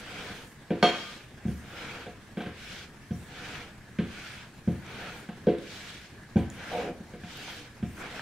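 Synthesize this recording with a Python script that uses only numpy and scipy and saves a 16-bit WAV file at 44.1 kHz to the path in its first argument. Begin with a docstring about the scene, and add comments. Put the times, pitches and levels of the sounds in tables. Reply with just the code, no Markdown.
"""Rolling out dough

A wooden pin rolls dough on a low, floured table; between rolls a hand spins the dough.
Flour hisses and the table rumbles under each stroke. The pin thuds on the table top, which
rings low and once shakes a glass bowl on its tray. Two close microphones hear it all in a
small, hard kitchen with a steady hum."""
import sys
import numpy as np
from scipy import signal
from scipy.io import wavfile
from scipy.ndimage import uniform_filter1d

SR = 44100
rng = np.random.default_rng(int(sys.argv[2]) if len(sys.argv) > 2 else 0)


def unload_audio(sound):
    """Save the sound as a 16-bit wav file, at the path given as the first command line argument."""
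    columns = np.transpose(np.atleast_2d(sound))
    # keep every value between -1 and 1, then stretch to whole-number steps
    steps = np.round(np.clip(columns, -1, 1) * 32767)
    wavfile.write(sys.argv[1], SR, steps.astype(np.int16))


N = 362268
HIT_SAMPLES = SR * 3 // 5

# Dull, rumbling rolls of the pin and brighter, lighter spins by hand:
# fastest moment t/s, rise/s, fall/s, hiss level/dB, brightness/(dB per octave), rumble level/dB
STROKES = [(0.23, 0.37, 0.31, -41, -3, -47.5), (1.04, 0.33, .27, -44.5, 1.5, -58.5),
           (1.9, 0.35, .25, -41.5, -4, -48), (2.75, 0.28, 0.17, -43, .5, -63.5),
           (3.51, 0.32, .26, -41.5, -2.5, -47.5), (4.26, 0.29, 0.29, -43, -1, -64),
           (5.05, 0.32, 0.29, -42, -4.5, -48.5), (5.79, .26, 0.41, -44, 2, -58.5),
           (6.77, 0.31, .2, -39, -5, -49), (7.48, 0.34, 0.27, -42.5, 1, -50),
           (8.02, 0.06, 0.093, -51.5, -11.5, -61), (8.17, 0.28, 0.2, -41.5, -3.5, -47.5)]
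def strokes():
    """The faster the dough is rolled or spun, the louder the flour hisses and the table rumbles."""
    speed = np.array([swell(*row[:3]) for row in STROKES])
    hiss_db, brightness, rumble_db = np.transpose(STROKES)[3:]
    hiss = gain_of(hiss_db) @ speed ** 1.68  # hiss grows more steeply with speed than rumble
    rumble = gain_of(rumble_db) @ speed ** 1.3
    tilt = brightness @ speed / (speed.sum(0) + 1e-6)
    flour_and_tray = (hiss + tray_rattle()) * flour_hiss(tilt)  # both use the same noise
    return flour_and_tray + hand_rustle(hiss) + rumble * rubbed_table((-57.0, 4.5, 1.5, 5.5))


# The tone of rubbed flour: f/Hz, relative level/dB
FLOUR_TONE = [(410, -19), (750, -18.5), (1080, -21), (1420, -11), (1900, -14), (2800, -13.5), (3900, -15.5),
              (6000, -21.5), (9000, -32), (16000, -44)]
# Pitches the wooden pin boosts: f/Hz, width/Hz, boost/dB
PIN_PEAKS = [(1558, 158, 2.5), (2330, 330, 4), (3270, 490, 3)]
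def flour_hiss(tilt):
    """Flour rubs under the dough, and the wood of the pin colours the hiss."""
    return noise(lambda hz: value_at(FLOUR_TONE, hz) + humps(PIN_PEAKS, hz),
                 patchy_db=1.63, flicker_db=0.83, tilt=tilt)


ZONES_HZ = (105, 205, 430, 760)  # centres of the table's bass, low, middle and upper notes
# The notes the table top rings at: f/Hz, relative level/dB, time to fade by 60 dB/s
TABLE_NOTES = [(73, -4.5, 0.49), (110, -5.5, 0.16), (128.9, -3, 0.35), (179.6, -1, 0.26),
               (203.1, -1.5, 0.23), (263, -8, 0.25), (304.2, 0.5, 0.13), (337, -7.5, 0.25),
               (424.8, -8, 0.33), (483.2, 4.5, 0.095), (535.2, -6.5, 0.17), (623, -6, 0.095),
               (717.6, -3, 0.14), (785, -2.5, 0.056), (898, -10, 0.1), (996, -20.5, 0.22)]
def table_ring(zones_db, t, scatter_db=0):
    """The table top rings after a push, with each zone of notes turned up or down."""
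    lift_db = np.interp(np.array(TABLE_NOTES)[:, 0], ZONES_HZ, zones_db)
    return ring(TABLE_NOTES, lift_db + scatter_db, t)


def rubbed_table(zones_db):
    """Uneven bumps under the pin keep the table ringing, which makes a rumble."""
    bumps = rng.standard_normal(N)
    bumps *= gain_of(2.2 * np.minimum(rng.exponential(1, N // 64 + 1), 3).repeat(64)[:N])
    wood = table_ring(zones_db, np.arange(SR // 3) / SR)
    return unit_level(signal.fftconvolve(bumps, wood)[:N])


# Blows of the pin: t/s, level/dB, then relative to that: bass/dB, middle/dB, upper/dB, crack/dB
KNOCKS = [(0.705, -20, -17, 2, -6, -10.5), (0.8265, -16.5, -49, 4.5, 6.5, 4),
          (1.453, -23.5, -4, -19, -17, -22), (1.481, -25, -3, -12, -23, -16),
          (1.507, -27.5, -33, -38, -23, -20), (2.065, -42, -3, 7, 5, 4), (2.371, -26, -25, -1, -8.5, -7),
          (2.404, -33, -21, -10, 3.5, 3.5), (2.461, -31.5, -5, -2, -10, -4),
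          (3.108, -25.5, -2.5, -15.5, -17.5, -16.5), (3.988, -18.5, -12, -6.5, -29, -11),
          (4.675, -18, -5, -9, -17, -21), (5.288, -31, -32, -17, -5, -7),
          (5.4697, -16, -16, 6.5, -8.5, -18), (5.484, -29.5, -18, 2, -2, -2),
          (6.358, -11.5, -7.5, -13.5, -16.5, -29), (6.367, -31.5, -4, 1, 6.5, 0),
          (7.002, -36.5, -12, -12, -22, -22), (7.135, -37.5, -16, -2.5, -6, -6),
          (7.235, -36, -5, -22, -4, -2.5), (7.827, -22.5, -5, -18, -17, -17)]
def knock(blow_db, bass_db, middle_db, upper_db, crack_db, chance):
    """The spot that is hit sets which table notes ring; a hard blow adds the clack of the pin."""
    t = np.arange(HIT_SAMPLES) / SR
    zones_db = (bass_db, 0, middle_db, upper_db)
    ringing = table_ring(zones_db, t, scatter_db=1.8 * chance[:len(TABLE_NOTES)])
    thud = sum(gain_of(db) * np.sin(2 * np.pi * hz * t) * np.exp(-t * hz / 1.27)
               for hz, db in zip(ZONES_HZ, zones_db))  # a short push in each zone
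    cushion = (1 - np.exp(-t / 0.0021)) ** 2  # dough softens the start
    wood = -(gain_of(-4.0) * ringing + gain_of(7.5) * thud) * cushion
    snap = band_noise(chance, 950, 3300, order=3) * (np.exp(-t / 0.00075) + 0.21 * np.exp(-t / 0.053))
    clack = sum(np.sin(2 * np.pi * hz * t) * np.exp(-np.pi * width * .4 * t)
                for hz, width, _ in PIN_PEAKS)
    crack = gain_of(crack_db) * (snap + 1.07 * clack) * (1 - np.exp(-t / 0.0024))
    return gain_of(blow_db) * (wood + crack)


# Small, sharp taps: t/s, level/dB, f/Hz
TICKS = [(0.827, -38, 7240), (0.8277, -11, 800), (2.421, -35, 3260), (3.987, -26, 2160), (4.865, -40, 6000),
         (5.4687, -36, 3870), (5.585, -34, 3620), (6.358, -44, 6000), (6.501, -30.5, 6900),
         (7.373, -36, 12000), (7.482, -26.5, 890), (8.195, -20, 1680)]
def tick(db, hz, chance):
    """A brief hard contact makes a tiny blip of tone inside a puff of noise."""
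    t = np.arange(len(chance)) / SR
    puff = band_noise(chance, hz / 2, min(2 * hz, 15000), order=2)
    return -gain_of(db) * (0.71 * np.sin(2 * np.pi * hz * t) + 0.24 * puff) * np.exp(-t / 0.0011)


def pin_drag(length_s=.225, start_hz=730, end_hz=268, width_hz=200, rise_s=.008, fall_s=.025):
    """The end of the pin slides over bare wood, and the notes that ring best move down."""
    t = np.arange(0, length_s, 1 / SR)
    along = t / length_s
    sweep = np.exp(2j * np.pi * np.cumsum(start_hz * (end_hz / start_hz) ** along) / SR)
    wood = rubbed_table((-45, 7.5, 5.0, 8.0))[:len(t)]
    pole = np.exp(-np.pi * width_hz / SR)
    scrape = sweep * signal.lfilter([1 - pole], [1, -pole], wood / sweep)  # keeps a sinking band
    press = np.minimum(t / rise_s, (length_s - t) / fall_s).clip(max=1)
    return press * gain_of(-31.5 - 7.5 * along) * unit_level(scrape.real)


CLINK_S = .827  # when the bowl jumps
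# The glass bowl's notes, many in close pairs: f/Hz, relative level/dB, time to fade by 60 dB/s
BOWL_NOTES = [(1209, -1, .5), (1217, -1, .5), (1455, -15, .3), (1578, -15, .3), (2255, -7, .3),
              (2290, -11, .25), (3187, -4, .3), (3233, -3, .33), (4290, -5, .2), (4348, -3, .2),
              (5561, -16, .22), (5597, -15, .27), (6930, -20, .2), (6954, -16, .25), (8500, -25, .15),
              (10080, -27, .2), (11880, -29, .25)]
def bowl_clink():
    """The bowl chatters on its tray for a moment, so its notes ring unevenly."""
    t = np.arange(HIT_SAMPLES) / SR
    chatter = .035 * rng.standard_normal(2600) * np.exp(-t[:2600] / .025)
    chatter[0] = 1  # the first, strongest hit
    glass = ring(BOWL_NOTES, np.full(len(BOWL_NOTES), -28), t)
    return signal.fftconvolve(glass, chatter)


def tray_rattle(fade_s=0.45):
    """The loudness of the tray's rattle, dying away after the bowl jumps."""
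    t = np.arange(N) / SR - CLINK_S
    return (t > 0) * gain_of(-32.5 - 60 * abs(t) / fade_s)


# The tone of the rustle: f/Hz, relative level/dB
RUSTLE_TONE = [(2500, -20), (6000, 0), (10000, -3), (16000, -8)]
# Shifts of the hands: loudest moment t/s, rise/s, fall/s, level/dB
HAND_SHIFTS = [(0.0, .1, 0.023, -57), (0.48, 0.21, 0.12, -61), (1.5, 0.048, 0.15, -56.5),
               (1.7, .1, 0.16, -73), (2.4, 0.048, 0.16, -67), (3.2, 0.13, .12, -59), (4.72, .1, .15, -62),
               (5.2, .1, .1, -63), (6.39, .03, .08, -58.5), (6.53, 0.051, .08, -64), (7.6, 0.23, 0.04, -63),
               (8.0, .2, 0.048, -57.5)]
def hand_rustle(hiss):
    """Cloth and dust rustle as the hands shift, and faintly along with the flour's hiss."""
    loudness = gain_of(-20.5) * hiss + sum(gain_of(db) * swell(*row) for *row, db in HAND_SHIFTS)
    return loudness * noise(lambda hz: value_at(RUSTLE_TONE, hz), patchy_db=5.0, flicker_db=0.5)


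# How long the kitchen echoes: f/Hz, time to fade by 60 dB/s
ECHO_TIMES = [(100, 0.43), (400, 0.43), (1500, 0.64), (5000, 0.51), (12000, 0.15)]
def kitchen_echo(sound):
    """Hard walls send back many small echoes, and each pitch fades at its own speed."""
    taps = np.zeros((2, SR))
    at = np.arange(200, SR - 20, 20) + rng.integers(0, 20, (2, (SR - 201) // 20))
    np.put_along_axis(taps, at, rng.choice([-1., 1.], at.shape), 1)
    hz, t, spectrum = signal.stft(taps, SR, nperseg=512)
    fade = gain_of(-60 * t / value_at(ECHO_TIMES, hz)[:, None])
    tail = signal.istft(microphone_pair(*spectrum, hz) * fade, SR, nperseg=512)[1]
    return signal.fftconvolve(sound[None], tail / np.linalg.norm(tail[0]), axes=1)[:, :N]


# The tone of the room's hum: f/Hz, relative level/dB
HUM_TONE = [(12, -51), (20, -17), (53, -2.5), (93, -5), (127, 3), (146, -21), (210, 1), (228, -11),
            (357, -9), (459, -15), (1290, -18.5), (1710, -15.5), (3000, -23.5), (4810, -27.5),
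            (8890, -31.5), (16000, -42.5)]
# A narrow band of hiss inside the hum: f/Hz, width/Hz, boost/dB
WHINE_PEAK = [(1675, 150, 4.5)]
def room_hum():
    """A steady low hum with a faint whine in it."""
    return gain_of(-49.5) * noise(lambda hz: value_at(HUM_TONE, hz) + humps(WHINE_PEAK, hz),
                                  patchy_db=1.5, flicker_db=1.0)


# How alike left and right sound: f/Hz, likeness (1 = the same, 0 = unrelated)
LIKENESS = [(60, 0.96), (400, 0.93), (1000, 0.79), (2000, 0.62), (4000, 0.28), (8000, 0.12), (15000, -0.24)]
def microphone_pair(left, other, hz):
    """Two close microphones hear nearly the same bass but different treble."""
    same = value_at(LIKENESS, hz)[:, None]
    return np.array([left, same * left + np.sqrt(1 - same ** 2) * other])


def noise(tone_db, patchy_db, flicker_db, tilt=0):
    """Stereo noise with drifting louder patches and a flicker shared by all pitches."""
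    frames, hz = N // 256 + 5, np.fft.rfftfreq(1024, 1 / SR)
    a, b, c, d, patches = rng.standard_normal((frames, 513, 5)).T
    patches = uniform_filter1d(patches, size=10, axis=0)  # smooth across pitch
    patches = unit_level(uniform_filter1d(patches, size=10, axis=1))  # then across time
    flicker = unit_level(uniform_filter1d(rng.standard_normal(frames), size=3))
    spectrum = microphone_pair(a + 1j * b, c + 1j * d, hz)
    octaves = np.log2(np.clip(hz, 1000, 4500) / 2300)[:, None]
    tilt = np.resize(np.broadcast_to(tilt, N)[::256], frames)
    spectrum *= gain_of(tone_db(hz)[:, None] + tilt * octaves + patchy_db * patches
                        + flicker_db * flicker)
    return unit_level(signal.istft(spectrum, nperseg=1024, noverlap=768)[1][:, :N])


def band_noise(chance, low_hz, high_hz, order):
    """Keeps the part of a noise between two pitches."""
    band = signal.butter(order, [low_hz, high_hz], "bandpass", fs=SR, output="sos")
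    return unit_level(signal.sosfilt(band, chance))


def ring(notes, lift_db, t):
    """Adds up fading pure tones, each turned up or down by its own amount."""
    hz, db, fade_s = np.transpose(notes)[:, :, None]
    return (gain_of(db + lift_db[:, None] - 60 * t / fade_s) * np.sin(2 * np.pi * hz * t)).sum(0)


def swell(peak_s, rise_s, fall_s):
    """The speed of one movement, from 0 up to 1 and back."""
    t = np.arange(N) / SR - peak_s
    return np.cos(np.pi / 2 * np.clip(t / np.where(t < 0, rise_s, fall_s), -1, 1)).clip(0)


def humps(peaks, hz):
    """A rounded boost in dB around each peak."""
    return sum(db / (1 + ((hz - centre) / (width / 2)) ** 2) for centre, width, db in peaks)


def value_at(points, hz):
    """Looks up a pitch in a table, gliding between its rows."""
    f, value = np.transpose(points)
    return np.interp(np.log(hz + 1), np.log(f + 1), value)


def gain_of(db):
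    """Turns decibels into a number to multiply by."""
    return 10 ** (np.asarray(db) / 20)


def unit_level(x):
    """Scales a signal to an average (rms) level of 1."""
    return x / np.sqrt(np.mean(x ** 2) + 1e-20)


def add(mix, start_s, sound):
    """Mixes a sound in at its start time."""
    part = mix[round(start_s * SR):][:len(sound)]
    part += sound[:len(part)]


def scene():
    """Knocks, a clink, ticks and a drag echo in the kitchen, over the strokes and the hum."""
    hits = np.zeros(N)
    for start_s, *row in KNOCKS:
        add(hits, start_s, knock(*row, rng.standard_normal(HIT_SAMPLES)))
    add(hits, CLINK_S, bowl_clink())
    for start_s, *row in TICKS:
        add(hits, start_s, tick(*row, rng.standard_normal(600)))
    add(hits, start_s=6.708, sound=pin_drag())
    bass_cut = signal.butter(3, 75, "highpass", fs=SR, output="sos")  # a small table has no deep bass
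    hits = signal.sosfilt(bass_cut, hits)
    direct = np.array([np.roll(hits, 1), hits])  # the left microphone hears a blow one sample later
    return direct + room_hum() + gain_of(-8.0) * kitchen_echo(hits) + strokes()


def record(dry):
    """Cuts off the very highest treble."""
    treble_cut = signal.firwin(1023, 15750, window=("kaiser", 9), fs=SR)
    return signal.oaconvolve(dry, treble_cut[None], "same")


dry = scene()
out = record(dry)
unload_audio(out)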